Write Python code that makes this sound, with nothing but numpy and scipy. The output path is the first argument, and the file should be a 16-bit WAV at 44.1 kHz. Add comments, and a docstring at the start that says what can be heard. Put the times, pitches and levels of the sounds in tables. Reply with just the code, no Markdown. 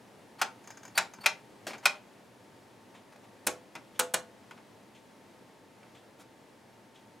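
"""A cooling fan rushes; then a hand turns two rotary switches on an oscilloscope in a small, quiet workshop.
The small knob squeaks up its cam and snaps into each detent, once only scraping through; the big knob
clacks and rings the chassis. Fingers brush the panel and a faint clock ticks once a second.
Contacts are bursts of tiny impacts with damped modes; friction and moving air are coloured noise and
tones; a decaying diffuse tail is the room's answer to each short sound."""
import sys
import numpy as np
from scipy import signal
from scipy.fft import rfft, irfft, next_fast_len
from scipy.io import wavfile
from scipy.ndimage import map_coordinates

SR = 44100
rng = np.random.default_rng(int(sys.argv[2]) if len(sys.argv) > 2 else 0)


def materialize(psi):
    """Save the field psi as 16-bit PCM at rate SR to the path in sys.argv[1].

    A 1-D psi becomes a single channel; in a 2-D psi each row is a channel.
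    """
    bounded = np.clip(np.atleast_2d(psi).T, -1, 1)
    quanta = np.round(bounded * 32767).astype(np.int16)
    wavfile.write(sys.argv[1], SR, quanta)


N = 317520  # samples: 7.2 s
T = np.arange(SR // 2) / SR  # time within one short sound, s

# modes of the front panel: [f/Hz, level/dB, t60/s]
PANEL_MODES = [(404, -18.5, 0.34), (601, -8.5, 0.083), (791, -3.5, 0.11), (907, -4.5, 0.15),
               (1135, -7, 0.049), (1235, 1, 0.042), (1373, 7, 0.045), (1456, 6.5, 0.044), (1522, -3, .08)]
# modes of the detent spring: [f/Hz, level/dB, t60/s]
SPRING_MODES = [(2080, -5, 0.058), (2324, 4.5, 0.033), (2388, -3.5, 0.06), (2493, -0.5, 0.066),
                (2670, -4.5, 0.052), (3320, -9, 0.038), (4140, -12, 0.067), (5260, -3, 0.031)]
# colour of the small switch's impacts: [f/Hz, relative level/dB]
SMALL_IMPACT_COLOUR = [(60, -51), (190, -21), (470, -25.5), (620, -9), (800, -5.5), (1450, -5.5),
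                       (1750, -6), (2300, -7), (3000, -9), (4000, -11), (5400, -10), (9000, -13),
                       (13000, -14.5), (16000, -22)]
# colour of rubbing friction: [f/Hz, relative level/dB]
RUBBING_COLOUR = [(200, -27), (800, 6), (2200, -1.5), (4500, -10), (10000, -15.5), (16000, -29.5)]

CASE_BUMP_T60_S = 0.08  # the case's dull answer to a detent or a knock


def amp(db):
    """Level: decibels to an amplitude ratio."""
    return 10 ** (np.asarray(db) / 20)


def unit(x):
    """Normalisation: x at rms 1."""
    return x / np.sqrt(np.mean(x ** 2) + 1e-20)


def along(points, hz):
    """Logarithmic frequency scale: interpolate (Hz, value) points at hz."""
    f, v = np.transpose(points)
    return np.interp(np.log(hz + 1), np.log(f + 1), v)


def filtered(x, response):
    """Linear filtering: the spectrum of x times a frequency response."""
    n = x.shape[-1]
    padded = next_fast_len(n + 8192)
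    hz = np.fft.rfftfreq(padded, 1 / SR)
    return irfft(rfft(x, padded) * response(hz), padded)[..., :n]


def noise(spectrum, size):
    """Spectral shaping: Gaussian noise coloured by (Hz, dB) points, at rms 1."""
    white = rng.standard_normal(size)
    return unit(filtered(white, lambda hz: amp(along(spectrum, hz))))


def wobble(rate):
    """Slow random modulation: a smooth curve through `rate` random knots a second."""
    knots = rng.standard_normal(int(N * rate / SR) + 4)
    return map_coordinates(knots, [np.arange(N) * rate / SR])


def fading(x, t60s):
    """Frequency-dependent damping: each band of x decays at its own t60."""
    hz, t, z = signal.stft(x, SR, nperseg=128)
    decay = amp(-60 * t / along(t60s, hz)[:, None])
    return signal.istft(z * decay, SR, nperseg=128)[1][..., :x.shape[-1]]


def shelves(x, body_db, bright_db, body_hz=550, bright_hz=4500):
    """Shelving filters: lift or lower the bass and the treble."""
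    def response(hz):
        bass = body_db / (1 + (hz / body_hz) ** 4)
        treble = bright_db * hz ** 2 / (hz ** 2 + bright_hz ** 2)
        return amp(bass + treble)
    return filtered(x, response)


def swell(length):
    """Half-sine envelope: one smooth rise and fall over `length` seconds."""
    return np.sin(np.pi * np.clip(T / length, 0, 1))


def spread(pair):
    """Diffuse-field coherence: mix two unrelated signals to a set left-right correlation."""
    # left-right correlation: [f/Hz, correlation]
    likeness = [(60, 0.85), (150, 0.91), (380, 0.79), (950, 0.76), (2380, 0.73), (5980, 0.81), (15000, 1)]

    def mid_side(hz):
        turn = np.arccos(np.clip(along(likeness, hz), 0, 1)) / 2
        return np.array([np.cos(turn), np.sin(turn)])
    mid, side = filtered(pair, mid_side)
    return np.array([mid + side, mid - side])


def add(track, s, x, ringing=0):
    """Direct and reverberant sound: place x at s with a room tail; `ringing` has no room answer."""
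    # decay of the room: [f/Hz, t60/s]
    room_decay = [(150, .3), (700, 0.24), (2500, 0.22), (7000, 0.18), (15000, 0.18)]
    # level sent into the room: [f/Hz, level/dB]
    room_send = [(150, -6), (700, -7), (2500, -11.5), (7000, -9), (11000, -17), (15000, -23)]
    # left-right difference of the direct sound: [f/Hz, level/dB]
    side_level = [(200, -25.5), (1200, -35), (4000, -21.5), (9000, -17), (15000, -24)]
    build_up = 1 - np.exp(-(T / 0.0076) ** 2)
    tail = fading(rng.standard_normal((2, len(T))), room_decay) * build_up
    tail = unit(tail) / np.sqrt(len(T))
    tail = spread(filtered(tail, lambda hz: amp(along(room_send, hz))))
    side = filtered(x, lambda hz: 1j * amp(along(side_level, hz)))  # a quarter cycle out of phase
    direct = x + ringing + np.array([side, -side])
    heard = direct + signal.fftconvolve(x[None], tail, axes=1)[:, :len(T)]
    place = track[:, round(s * SR):][:, :len(T)]
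    place += heard[:, :place.shape[1]]


def ring(modes, rise, blur_hz, scatter_db=1):
    """Modal superposition: damped sines at scattered levels; random phase drift blurs their pitch."""
    hz, db, t60 = np.transpose(modes)[:, :, None]
    level = db + scatter_db * rng.standard_normal(hz.shape)
    steps = rng.standard_normal((len(hz), len(T)))
    drift = np.cumsum(steps, 1) * np.sqrt(2 * np.pi * abs(blur_hz) / SR)
    phase = 2 * np.pi * (hz * T + rng.random(hz.shape)) + drift
    return np.sum(amp(level - 60 * T / t60) * np.sin(phase), 0) * (1 - np.exp(-T / rise))


def crack(spectrum, seat_s, seat_db, rise, spiky_db=5):
    """Repeated impact: the part breaks free, then seats; each contact is a spray of tiny impacts."""
    # dense ring of the metal case: [f/Hz, t60/s]
    case_decay = [(200, 0.17), (1000, 0.07), (4000, 0.065), (14000, 0.025)]
    shape = (2, len(T))
    spikes = amp(spiky_db * np.clip(rng.standard_normal(shape), -2, 2))
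    impacts = rng.standard_normal(shape) * spikes
    coloured = unit(filtered(impacts, lambda hz: amp(along(spectrum, hz))))
    first, second = fading(coloured, case_decay) * (1 - np.exp(-T / rise))
    return first + amp(seat_db) * np.interp(T - seat_s, T, second, left=0)


def bump(t60):
    """Forced response: the whole case answers a contact with a dull, decaying burst."""
    # colour of the bump: [f/Hz, relative level/dB]
    bump_colour = [(60, -33), (130, -10), (200, 4), (330, 1.5), (480, -3), (900, -4.5), (1400, -9.5),
                   (2500, -24.5), (8000, -54)]
    envelope = amp(-60 * T / t60) * (1 - np.exp(-T / 0.0011))
    return envelope * noise(bump_colour, len(T))


def small_detents():
    """Snap-through: the follower rubs up the cam, then snaps in and rings panel and spring."""
    # detents: [t/s, level/dB, panel ring/dB, spring ring/dB, brightness/dB]
    small_snaps = [(0.4145, -11, -.5, -18, -2.5), (0.976, -10, 0.5, -6.5, 2.5), (1.2592, -10, -2, 3, -0.5),
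                   (1.855, -10, 0.5, 4, 2.5)]
    body_db, bump_db = -6.5, -36.5  # bass of the snap; case bump relative to the detent's level
    climb_s, climb_db, climb_bright_db = .029, -46, -4.5  # the rub starts climb_s ahead of the snap
    out = np.zeros((2, N))
    for s, db, panel_db, spring_db, bright_db in small_snaps:
        snap = amp(-8.5) * crack(SMALL_IMPACT_COLOUR, seat_s=.003, seat_db=0.5, rise=0.0015)
        snap += amp(panel_db - 14.5) * ring(PANEL_MODES, rise=0.0028, blur_hz=10)
        snap += amp(spring_db - 9) * ring(SPRING_MODES, rise=0.0023, blur_hz=44)
        contact = shelves(snap, body_db, bright_db) + amp(bump_db) * bump(CASE_BUMP_T60_S)
        add(out, s, amp(db) * contact)
        rub = shelves(noise(RUBBING_COLOUR, len(T)), 0, climb_bright_db)
        add(out, s - climb_s, amp(climb_db) * swell(climb_s * 1.25) * rub)
    return out


def big_detents():
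    """Impact excitation: the long switch shaft seats harder and sets the chassis ringing."""
    # detents: [t/s, level/dB, body/dB, chassis ring/dB, wheel ring/dB, brightness/dB]
    big_clacks = [(3.467, -11.5, 1.5, -2, -8, 0.5), (3.9924, -9.5, -7, 0.5, 0, 0),
                  (4.138, -11, -6, -5, -5.5, -1.5)]
    # colour of the big switch's impacts: [f/Hz, relative level/dB]
    big_impact_colour = [(59, -52), (100, -27.5), (471, -9.5), (1030, -7), (1480, -14.5), (1610, -9.5),
                         (2320, -8.5), (3100, -10.5), (3600, -13), (4290, -10), (4670, -16), (6990, -8),
                         (10700, -6.5), (16000, -15)]
    # modes of the detent wheel: [f/Hz, level/dB, t60/s]
    wheel_modes = [(1287, -2, 0.059), (1453, 1, 0.086), (1803, -10, 0.075), (2360, -3, 0.055),
                   (6570, -1.5, 0.053), (8400, -7, 0.025)]
    # modes of the chassis: [f/Hz, level/dB, t60/s]
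    chassis_modes = [(398, -8.5, 0.18), (502, -0.5, 0.39), (678, -10, 0.55), (860, -3.5, 0.22),
                     (1103, -6, 0.21)]
    bump_db = -30.5  # relative to the detent's level
    out = np.zeros((2, N))
    for s, db, body_db, chassis_db, wheel_db, bright_db in big_clacks:
        clack = amp(-13) * crack(big_impact_colour, seat_s=.003, seat_db=8, rise=0.00056)
        clack += amp(wheel_db - 13) * ring(wheel_modes, rise=0.003, blur_hz=40)
        contact = shelves(clack, body_db, bright_db) + amp(bump_db) * bump(CASE_BUMP_T60_S)
        chassis = amp(db + chassis_db - 22.5) * ring(chassis_modes, rise=0.0073, blur_hz=1.9)
        add(out, s, amp(db) * contact, chassis)
    return out


def knocks():
    """Light impact: a knob takes up its slack, duller when softer; the thumb taps the panel."""
    # knobs knocking in their play: [t/s, level/dB]
    slack_knocks = [(1.24, -16), (1.706, -17.5), (1.733, -15.5), (1.747, -20.5), (3.7526, -13.5),
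                    (4.509, -20), (4.576, -26.5), (5.829, -28.5)]
    body_db, panel_db, spring_db, bump_db = 3, -34.5, -25.5, -33  # relative to the knock's level
    dulling = 0.8  # dB of treble lost per dB of level
    tap_s, tap_db, tap_body_db, tap_t60_s = 1.187, -28.5, -9, 0.015
    out = np.zeros((2, N))
    for s, db in slack_knocks:
        knock = amp(-20.5) * crack(SMALL_IMPACT_COLOUR, seat_s=0.0082, seat_db=-6.5, rise=0.00069)
        knock += amp(panel_db) * ring(PANEL_MODES, rise=0.0016, blur_hz=12)
        knock += amp(spring_db) * ring(SPRING_MODES, rise=.001, blur_hz=34.9)
        contact = shelves(knock, body_db, dulling * db) + amp(bump_db) * bump(CASE_BUMP_T60_S)
        add(out, s, amp(db) * contact)
    add(out, tap_s, amp(tap_db) * shelves(bump(tap_t60_s), tap_body_db, 0))
    return out


def scrape(rough_db=1.0):
    """Sliding friction: held back by the fingers, the follower grinds down the cam in a dying rattle."""
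    # colour of the grind: [f/Hz, relative level/dB]
    grind_colour = [(59, -54), (100, -24), (174, -11), (736, -3.5), (1010, -15.5), (1760, -10), (1950, -11),
                    (5530, -14), (13800, -29.5), (16000, -34.5)]
    # decay of the grind: [f/Hz, t60/s]
    grind_decay = [(500, 0.22), (3000, 0.17), (12000, 0.16)]
    start_s, scrape_db = 1.667, -33.5
    out = np.zeros((2, N))
    grind = fading(noise(grind_colour, len(T)), grind_decay)
    level_db = scrape_db + rough_db * wobble(355)[:len(T)]
    add(out, start_s, amp(level_db) * (1 - np.exp(-T / 0.0014)) * grind)
    return out


def cam_slips():
    """Stick-slip release: each jerk of the dry cam is a short rasp that rings the cam's modes."""
    # jerks: [t/s, level/dB]
    jerks = [(0.6402, -46.5), (0.6735, -37.5), (0.7038, -36), (0.7716, -40.5), (0.831, -41), (0.851, -37.5),
             (0.8781, -43), (1.136, -37.5), (1.78, -41.5)]
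    # colour of the rasp: [f/Hz, relative level/dB]
    rasp_colour = [(300, -29), (800, 1.5), (1500, -1.5), (2400, -6.5), (3500, -12.5), (5500, -16),
                   (6600, 1), (8000, -17.5), (14000, -22), (17000, -30)]
    # modes of the cam: [f/Hz, level/dB, t60/s]
    cam_modes = [(1550, -3.5, 0.12), (2340, -5.5, 0.13), (4760, -14, 0.24), (5200, -8, 0.18),
                 (6300, 4, 0.041), (6940, 3, 0.034)]
    rasp_db, ring_db = -5, -13  # relative to the jerk's level
    out = np.zeros((2, N))
    for s, db in jerks:
        envelope = (1 - np.exp(-T / 0.001)) * amp(-60 * T / 0.051)
        jerk = amp(rasp_db) * noise(rasp_colour, len(T)) * envelope
        jerk += amp(ring_db) * ring(cam_modes, rise=0.0018, blur_hz=25)
        add(out, s, amp(db) * jerk)
    return out


def cam_squeaks():
    """Friction tone: three harmonics whose pitch follows the grip, over a little rubbing noise."""
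    # squeaks: [t/s, length/s, tone level/dB]
    squeaks = [(0.383, 0.023, -54), (0.952, 0.013, -40), (0.966, 0.012, -38), (1.204, 0.027, -49),
               (1.231, 0.018, -51)]
    rub_db = -53.5
    base_hz, reference_db, hz_per_db = 4570, -39.5, 10.5  # a louder squeak is higher
    out = np.zeros((2, N))
    for s, length, db in squeaks:
        grip = swell(length)
        pitch_hz = base_hz + hz_per_db * (db - reference_db)
        waver = .014 * wobble(400)[:len(T)]
        bend = 1 + 0.054 * (grip - .85) + waver
        phase = 2 * np.pi * np.cumsum(pitch_hz * bend) / SR
        tone = sum(amp(level) * np.sin((k + 1) * phase) for k, level in enumerate([0, -12, -13]))
        rub = amp(rub_db) * noise(RUBBING_COLOUR, len(T))
        add(out, s, grip * (amp(db) * tone + rub))
    return out


def finger_rubs():
    """Skin friction: fingers brushing a knob give short swells of coloured noise."""
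    # brushes: [t/s, length/s, level/dB, brightness/dB]
    brushes = [(2.936, 0.039, -57, -6), (3.118, 0.024, -55, -2), (3.156, 0.013, -56, -1),
               (3.227, 0.037, -59, -4), (6.185, 0.052, -59.5, 12)]
    out = np.zeros((2, N))
    for s, length, db, bright_db in brushes:
        rub = shelves(noise(RUBBING_COLOUR, len(T)), 0, bright_db)
        add(out, s, amp(db) * swell(length) * rub)
    return out


def fan():
    """Flow noise: moving air with a few wavering tones, a thin whistle and a low rumble."""
    # colour of the rush of air: [f/Hz, relative level/dB]
    air_colour = [(41, -55), (70, -21), (108, -1.5), (159, -8.5), (195, -1), (293, -3), (451, -5.5),
                  (517, -5), (635, -7.5), (913, -10), (1410, -16.5), (1810, -15), (2430, -19), (10400, -31),
                  (16000, -40.5)]
    # colour of the rumble: [f/Hz, relative level/dB]
    rumble_colour = [(20, -6), (50, 0.5), (80, -10), (140, -41)]
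    # wavering tones: [f/Hz, level/dB]
    fan_tones = [(123.8, -76.5), (274.5, -91), (899, -70.5)]
    t = np.arange(N) / SR
    rush_db = -55.5 - 0.2667 * t + 0.53 * wobble(6.5)  # slowly recedes, in dB per second
    rush = amp(rush_db) * unit(spread(noise(air_colour, (2, N))))
    tones = np.zeros(N)
    for hz, db in fan_tones:
        tone = np.sin(2 * np.pi * hz * t + 1.13 * wobble(7))
        tones += amp(db + 2.2 * wobble(4.6)) * unit(tone)
    narrow_band = lambda hz: 1 / (1 + ((hz - 10550) / 220) ** 2)
    whistle = unit(filtered(rng.standard_normal(N), narrow_band))
    whistle_db = -82 - 2 * t  # recedes faster than the rush
    rumble = amp(-75) * noise(rumble_colour, (2, N))
    return rush + tones + amp(whistle_db) * whistle + rumble


def clock():
    """Reverberant blurring: a far tick each second has a soft onset and a long decay."""
    # colour of the tick: [f/Hz, relative level/dB]
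    tick_colour = [(500, -23), (1800, -4.5), (3300, 2.5), (4600, -11), (7000, -11), (14000, -30)]
    out = np.zeros((2, N))
    for second in range(7):
        envelope = (1 - np.exp(-T / 0.011)) * amp(-60 * T / 0.17)
        add(out, second + .945, amp(-52.0) * noise(tick_colour, len(T)) * envelope)
    return out


def scene():
    """Level panning: all but the big knob lie slightly to the left."""
    small_knob = small_detents() + knocks() + scrape()
    friction = cam_slips() + cam_squeaks() + finger_rubs()
    left = (small_knob + friction + fan() + clock()) * amp([[.45], [-.45]])
    return left + big_detents()


def record(dry):
    """Band limiting: thin the deep bass and cut steeply above the top frequency."""
    top_hz = 16000
    high_pass = signal.butter(2, 75, 'highpass', fs=SR, output='sos')
    thinned = signal.sosfilt(high_pass, dry)
    return filtered(thinned, lambda hz: 1 / (1 + (hz / top_hz) ** 120))


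dry = scene()
out = record(dry)
materialize(out)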